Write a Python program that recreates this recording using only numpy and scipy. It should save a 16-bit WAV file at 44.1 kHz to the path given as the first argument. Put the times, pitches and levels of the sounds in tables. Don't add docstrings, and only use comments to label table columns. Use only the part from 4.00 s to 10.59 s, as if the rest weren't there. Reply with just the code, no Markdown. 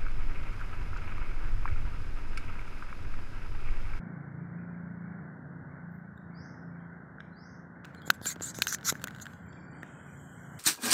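import sys
import numpy as np
from scipy import signal
from scipy.fft import rfft, irfft, next_fast_len
from scipy.io import wavfile
from scipy.ndimage import uniform_filter1d, minimum_filter1d, map_coordinates

SR = 44100
rng = np.random.default_rng(int(sys.argv[2]) if len(sys.argv) > 2 else 0)


def wav_out(sig):
    wavfile.write(sys.argv[1], SR, np.round(np.clip(np.atleast_2d(sig).T, -1, 1) * 32767).astype(np.int16))


def elevation(decibels):
    levels = np.asarray(decibels, float)
    return 10 ** (levels / 20)


N = 290619


def unit(x):
    return x / np.sqrt(np.mean(x ** 2) + 1e-20)


def along(points, hz):
    f, v = np.transpose(points)
    return np.interp(np.log(hz + 1), np.log(f + 1), v)


def curves(rows):
    s, *cols = np.transpose(rows)
    return [np.interp(np.arange(N) / SR, s, c) for c in cols]


def wobble(rate):
    at = np.arange(0, N + 32, 32)
    knots = rng.standard_normal(N // 200)
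    return np.interp(np.arange(N), at, map_coordinates(knots, [at * rate / SR]))


def filtered(x, response):
    m = next_fast_len(N + SR // 2)
    return irfft(rfft(x, m) * response(np.fft.rfftfreq(m, 1 / SR)), m)[..., :N]


def mode(f, hz, width_hz):
    return 1j * f * width_hz / (hz * hz - f * f + 1j * f * width_hz)


def rush(spectrum):
    return unit(filtered(rng.standard_normal(N), lambda hz: elevation(along(spectrum, hz))))


# (frequency [Hz], density [dB per Hz])
RUMBLE = [(20, -53.5), (45, -34), (85, -11.5), (150, 3), (250, -6.5), (400, -15.5), (700, -22.5),
          (1500, -61), (2500, -120)]
# (frequency [Hz], density [dB per Hz])
DEEP = [(20, -42), (45, -16.5), (65, -7), (85, 2.5), (115, -2), (160, -41.5), (300, -120)]
# (frequency [Hz], density [dB per Hz])
LEAVES = [(150, -29), (400, -6), (800, -4.5), (1250, -6.5), (1500, 2), (1750, -6), (2200, -13),
          (2600, -19.5), (3300, -25), (5000, -32), (7300, -36), (10000, -50), (16000, -51)]


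def roar():
    t = np.arange(N) / SR
    start_db, fade_s, creep_db_per_s = 4.5, 0.94, 0.1281
    swell_db = start_db * np.exp(-t / fade_s) + creep_db_per_s * t
    rumble = elevation(-53 + swell_db + 2.6 * wobble(4.2)) * rush(RUMBLE)
    deep = elevation(-64.0 + 1.0 * t + 1.6 * wobble(3)) * rush(DEEP)
    leaves = elevation(-55.5 + 0.52 * swell_db + 1.0 * wobble(4.9)) * rush(LEAVES)
    return rumble + deep + leaves


# (time [s], firing rate [Hz], exhaust note [dB], share of the note in the fifth order [0-1])
ENGINE = [(0, 28.5, -43, .2), (.22, 28.6, -45.5, .85), (.6, 28.8, -42, .04), (1.15, 28.62, -45, .03),
          (1.43, 28.7, -51, .7), (1.71, 28.6, -50, .7), (1.89, 28.81, -44, .15), (2.18, 28.67, -53, .2),
          (2.37, 28.43, -44, .2), (2.51, 28.8, -57, .25), (2.66, 28.4, -45, .15), (2.94, 28.52, -48.5, .05),
          (3.12, 28.65, -57, .6), (3.3, 28.5, -53.5, .1), (5.1, 28.87, -57.5, .7), (5.45, 29, -52.5, .1),
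          (5.69, 28.89, -59.5, .55), (6.4, 28.4, -51, .6)]
# (multiple of firing rate [-], level [dB])
WEAK_ORDERS = [(2, -77.5), (3, -63.5), (4, -61), (7, -57), (8, -64), (9, -61), (10, -65.5), (11, -71),
               (12, -68), (13, -72), (14, -79.5)]


def engine():
    rate, note_db, share = curves(ENGINE)
    share = np.clip(share, 0, 1)
    turn = 2 * np.pi * np.cumsum(rate) / SR
    fifth = np.sqrt(share) * np.sin(5 * turn + 0.3 * wobble(4))
    sixth = np.sqrt(1 - share) * np.sin(6 * turn + 0.3 * wobble(4))
    swell_db = 0.58 * (uniform_filter1d(note_db, SR) + 47)
    weak = np.zeros(N)
    for k, db in WEAK_ORDERS:
        weak += elevation(db + swell_db + 3.5 * wobble(2.8)) * np.sin(k * turn + 1.3 * wobble(4.5))
    return np.sqrt(2) * (elevation(note_db) * (fifth + sixth) + weak)


# (time [s], length [s],
# pitch [Hz], level [dB])
CHIPS = [(.06, .03, 8300, -91.5), (.03, .06, 3000, -82), (0.63, 0.09, 5350, -83.5),
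         (1.57, .05, 12200, -99.5), (1.9, 0.11, 12100, -86), (1.73, .1, 11400, -102.5),
         (2.1, 0.053, 6100, -82), (2.17, .04, 5800, -85.5), (2.1, 0.04, 2400, -74),
         (2.662, 0.046, 5300, -85), (2.8, 0.032, 3100, -75.5), (5.346, 0.5, 2350, -74),
         (5.38, 0.45, 4600, -78), (3.947, 0.054, 4150, -68.5), (4.015, .07, 3300, -64),
         (3.947, .05, 9900, -85), (5.52, 0.14, 5320, -79.5), (5.38, 0.12, 14000, -89.5),
         (5.68, .14, 8700, -85), (5.418, 0.33, 7334, -79)]


def chips():
    t = np.arange(N) / SR
    total = np.zeros(N)
    for s, length, hz, db in CHIPS:
        shape = np.sin(np.pi * np.clip((t - s) / length, 0, 1)) ** 0.2
        tone = np.sin(2 * np.pi * hz * t + 0.46 * wobble(190))
        total += elevation(db + 6.05 * wobble(120)) * shape * tone
    return total


# (time [s], length [s], level [dB])
BIRD = [
    (2.305, 0.1673, -64.5),
    (3.317, 0.1775, -65.5),
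]
# (share of its length [0-1], pitch [Hz], level [dB])
WHISTLE = [
    (0, 3950, -21),
    (0.051, 4056, -5),
    (.15, 4162, -17),
    (.28, 4610, -2),
    (.5, 5157, 0.5),
    (.72, 5750, -6),
    (.9, 6387, -7.5),
    (1, 6496, -28),
]


def bird():
    song = np.zeros(N)
    part, pitch_hz, shape_db = np.transpose(WHISTLE)
    echo_t = np.arange(SR // 2) / SR
    for s, length, db in BIRD:
        u = (np.arange(N) / SR - s) / length
        phase = 2 * np.pi * np.cumsum(np.interp(u, part, pitch_hz)) / SR
        level = (u > 0) * (u < 1) * elevation(db + np.interp(u, part, shape_db))
        whistle = level * np.sin(phase)
        echoes = rng.standard_normal(len(echo_t)) * elevation(-60 * echo_t / 0.96)
        echoes *= np.clip(echo_t / 0.023, 0.5, 1)
        echoed = signal.fftconvolve(whistle, echoes / np.linalg.norm(echoes))[:N]
        song += whistle + elevation(4.5) * echoed
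    return song


def patchy(x, depth_db):
    z = signal.stft(x, nperseg=256)[2]
    field = uniform_filter1d(rng.standard_normal(z.shape), size=2, axis=0)
    field = uniform_filter1d(field, size=12, axis=1)
    return signal.istft(z * elevation(depth_db * np.clip(unit(field), -3, 1.6)), nperseg=256)[1][:N]


def band(hz, width_hz, depth_db):
    grains = rng.standard_normal(N) * elevation(1.017 * wobble(200))
    return unit(filtered(patchy(grains, depth_db), lambda f: mode(f, hz, width_hz) ** 3))


# (time [s], level [dB])
REST = [
    (5.3, -76.5),
    (5.45, -80.5),
    (5.7, -81.5),
    (5.87, -70.5),
    (6.15, -67),
    (6.59, -66.5),
]


def palm():
    db, = curves(REST)
    over_db = db + 67
    top = elevation(-79.5 + 2.6 * over_db) * band(12580, 6000, depth_db=2.9)
    body = elevation(-72 + 0.4 * over_db) * band(3101, 800, depth_db=0.47)
    body += elevation(-72.5 + 0.45 * over_db) * band(2447, 970, depth_db=4.0)
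    port = band(7470, 2140, depth_db=3.0) + elevation(-11) * band(5560, 2600, depth_db=6)
    return (np.arange(N) > REST[0][0] * SR) * (elevation(db - 1.5) * port + top + body)


# (time [s], length [s], level [dB], growth along it [dB], grit against port [dB])
RUBS = [(3.854, 0.035, -83, -5.5, -13), (3.944, 0.0136, -81, -4.5, -10), (4.059, 0.0214, -54.5, 9.5, -4.5),
        (4.108, 0.0098, -56, -9, -9.5), (4.14, 0.0089, -53, 1, -6.5), (4.227, 0.0374, -52, 8, 1),
        (4.266, 0.0607, -33.5, -8, -12.5), (4.423, 0.087, -37, -7.5, -16),
        (4.547, 0.0575, -45, -6.5, -14.5), (4.622, 0.041, -46.5, -16, -5),
        (4.681, 0.033, -34.5, -7.5, -12.5), (4.723, 0.0229, -33, 5, -11.5), (4.85, 0.0505, -28.5, 14.5, -9),
        (4.945, 0.039, -65.5, -7.5, -5.5), (5.016, 0.0128, -65.5, 2.5, 0.5),
        (5.218, 0.0144, -46, -8.5, -12)]


def strokes():
    t = np.arange(N) / SR
    touch_s, lift_s = 3.845, 5.33
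    attack_db_per_s, release_db_per_s = 2600.5, 1499.5
    touch_db = -83.5 + 10 * (t - touch_s) - 196.5 * np.clip(t - lift_s, 0, 1)
    port = elevation(touch_db) * (t > touch_s)
    grit = port * elevation(-5.5)
    for s, length, db, growth_db, grit_db in RUBS:
        edges_db = attack_db_per_s * np.clip(s - t, 0, 1)
        edges_db += release_db_per_s * np.clip(t - s - length, 0, 1)
        gain = elevation(db + growth_db * (np.clip((t - s) / length, 0, 1) - 0.5) - edges_db)
        port = port + gain
        grit = grit + gain * elevation(grit_db)
    return port, grit


def rubs():
    port_gain, grit = strokes()
    t = np.arange(N) / SR
    cover_s, uncover_s, move_s = 4.53, 5.0, 0.093
    cover = 0.927 * np.clip(np.minimum(t - cover_s, uncover_s - t) / move_s + 0.5, 0, 1)
    port = np.sqrt(1 - cover) * band(7090, 2100, depth_db=7.5)
    port += np.sqrt(cover) * band(6304, 2400, depth_db=3.5)
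    sizzle = 1.2 * band(10600, 3600, depth_db=8.5) + 1.2 * band(13000, 5000, depth_db=7.0)
    scrape = band(4083, 2000, depth_db=4.5)
    pressed = np.sqrt(port_gain * grit) * band(1591.5, 1000, depth_db=5)
    skin = elevation(-3.22) * port_gain * port + elevation(-6.5) * grit * sizzle
    return skin + elevation(-1.57) * grit * scrape + elevation(-5.5) * pressed


# (time [s], peak [dB])
BUMPS = [(4.078, -36), (4.1016, -27), (4.2161, -37), (4.2612, -33.5), (4.3638, -39), (4.4102, -32),
         (4.5105, -63.5), (4.5889, -30), (4.6207, -40), (4.9257, -27), (5.0429, -35.5), (5.8331, -38.5)]


def bumps():
    pushes = np.zeros(N)
    for s, db in BUMPS:
        pushes[round((s - 0.0008) * SR)] = elevation(db + 38.0)

    def body(f):
        bass_cut = 1j * f / (110 + 1j * f)
        return mode(f, 190, 270) / (1 + 1j * f / 1300) * bass_cut

    return filtered(pushes, body)


# (time [s], middle [dB], low ring [dB], treble [dB], ring pitch [Hz])
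SNAPS = [(2.1773, -52, -46, -62, 1620), (2.459, -54, -42.5, -66, 1720), (3.1842, -73, -36.5, -86, 1520),
         (3.2047, -44.5, -32.5, -78.5, 1592), (3.847, -40.5, -38.5, -74, 1583),
         (3.8522, -43.5, -38.5, -48.5, 1455), (4.103, -11, -6.5, -15, 1503),
         (4.2571, -29, -29, -24.5, 1500), (4.587, -40, -49, -31.5, 1480), (4.6207, -10.5, -17, -13.5, 1602),
         (4.6701, -19, -21, -21, 1549), (4.7259, -35, -24.5, -20.5, 1518), (4.747, -35.5, -25, -23.5, 1790),
         (4.8304, -43.5, -37.5, -55.5, 1554), (4.9239, -41, -36, -33.5, 1745),
         (4.9543, -47.5, -31.5, -49, 1630), (5.0411, -27, -25.5, -23.5, 1510),
         (5.0728, -41, -29.5, -34.5, 1490), (5.0824, -42, -31, -43, 1910), (5.267, -41, -31.5, -49.5, 1630),
         (5.53, -48, -93, -71.5, 1590), (5.8315, -58.5, -30.5, -47, 1795)]
# (time [s], middle [dB])
TICKS = [(3.9479, -48.5), (4.0193, -47.5), (4.2148, -44.5), (4.359, -46), (4.399, -47), (4.4086, -45.5),
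         (4.546, -43.5), (4.7858, -47.5), (4.811, -48), (4.997, -50.5), (5.0174, -43), (5.108, -44.5),
         (5.1487, -44.5), (5.1622, -44.5), (5.1852, -47.5), (5.1998, -44.5), (5.2563, -41.5),
         (5.3351, -49.5)]


def snaps():
    mid, treble, ring = np.zeros((3, N + SR))
    t = np.arange(SR // 30) / SR
    ticks = [(s, db, db + 5.5, db - 6.5, 1560) for s, db in TICKS]
    for s, db, ring_db, treble_db, ring_hz in SNAPS + ticks:
        at = round(s * SR) - 16
        span = slice(at, at + len(t))
        crack = rng.standard_normal((2, len(t))) * elevation(-60 * t / 0.01413) * (1 - np.exp(-t / 0.00018))
        crack[:, 8] += 4.5
        crack = crack / np.linalg.norm(crack, axis=1)[:, None] * 4.86
        mid[span] += elevation(db + 9.0) * crack[0]
        treble[span] += elevation(treble_db + 9.0) * crack[1]
        ring_level = elevation(ring_db + 2.5 - 60 * t / 0.01267) * (1 - np.exp(-t / 0.0002))
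        ring[span] += ring_level * np.sin(2 * np.pi * ring_hz * t)
    middle = filtered(mid[:N], lambda f: mode(f, 3200, 3400) ** 3)
    top = filtered(treble[:N], lambda f: mode(f, 7030, 1800) ** 2 + elevation(-7.5) * mode(f, 14500, 7000) ** 2)
    return ring[:N] + middle + top


def scene():
    wood = roar() + engine() + chips() + bird()
    hand = palm() + rubs() + bumps() + snaps()
    return (wood + hand)[None]


# (frequency [Hz], level a band must pass to open [dB])
GATE = [(1850, -105), (2050, -75.5), (2300, -76), (2700, -76.5), (3200, -80.5), (4200, -82), (5500, -86.5),
        (7300, -90.5), (9500, -99.5), (16000, -101)]


def suppress(x, hold=8, soft_db=0.3, shut_db=-34, release_db=1.0, uneven_db=1.65):
    learn_db, learn_s = 14, 0.7
    hz, t, z = signal.stft(x, SR, nperseg=512)
    power = uniform_filter1d(uniform_filter1d(np.abs(z) ** 2, size=3, axis=1), size=2, axis=0)
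    level_db = 10 * np.log10(np.abs(power) + 1e-14)
    drift = uniform_filter1d(rng.standard_normal(z.shape), size=60, axis=1)
    drift = unit(uniform_filter1d(drift, size=2, axis=0))
    gate_db = along(GATE, hz)[:, None] + uneven_db * drift
    opened = 1 / (1 + np.exp((gate_db - level_db) / soft_db))
    held = -minimum_filter1d(-opened, int(hold), axis=1, origin=(int(hold) - 1) // 2)
    floor_db = shut_db + learn_db * np.exp(-t / learn_s)
    ramp = release_db * np.arange(len(t))
    gain_db = np.maximum.accumulate(floor_db * (1 - held) + ramp, axis=1) - ramp
    return signal.istft(z * elevation(gain_db), SR, nperseg=512)[1][:N]


def roll_off(x):
    return signal.sosfilt(signal.butter(12, 16830, fs=SR, output="sos"), x)


def record(dry):
    hiss = elevation(-90.5) * rush([(2000, 5), (16000, -9.0)])
    x = suppress(dry[0]) + hiss
    x = filtered(x, lambda hz: 1 / (1 + (hz / 15900) ** 60))
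    return roll_off(x[None])


dry = scene()
out = record(dry)
wav_out(out)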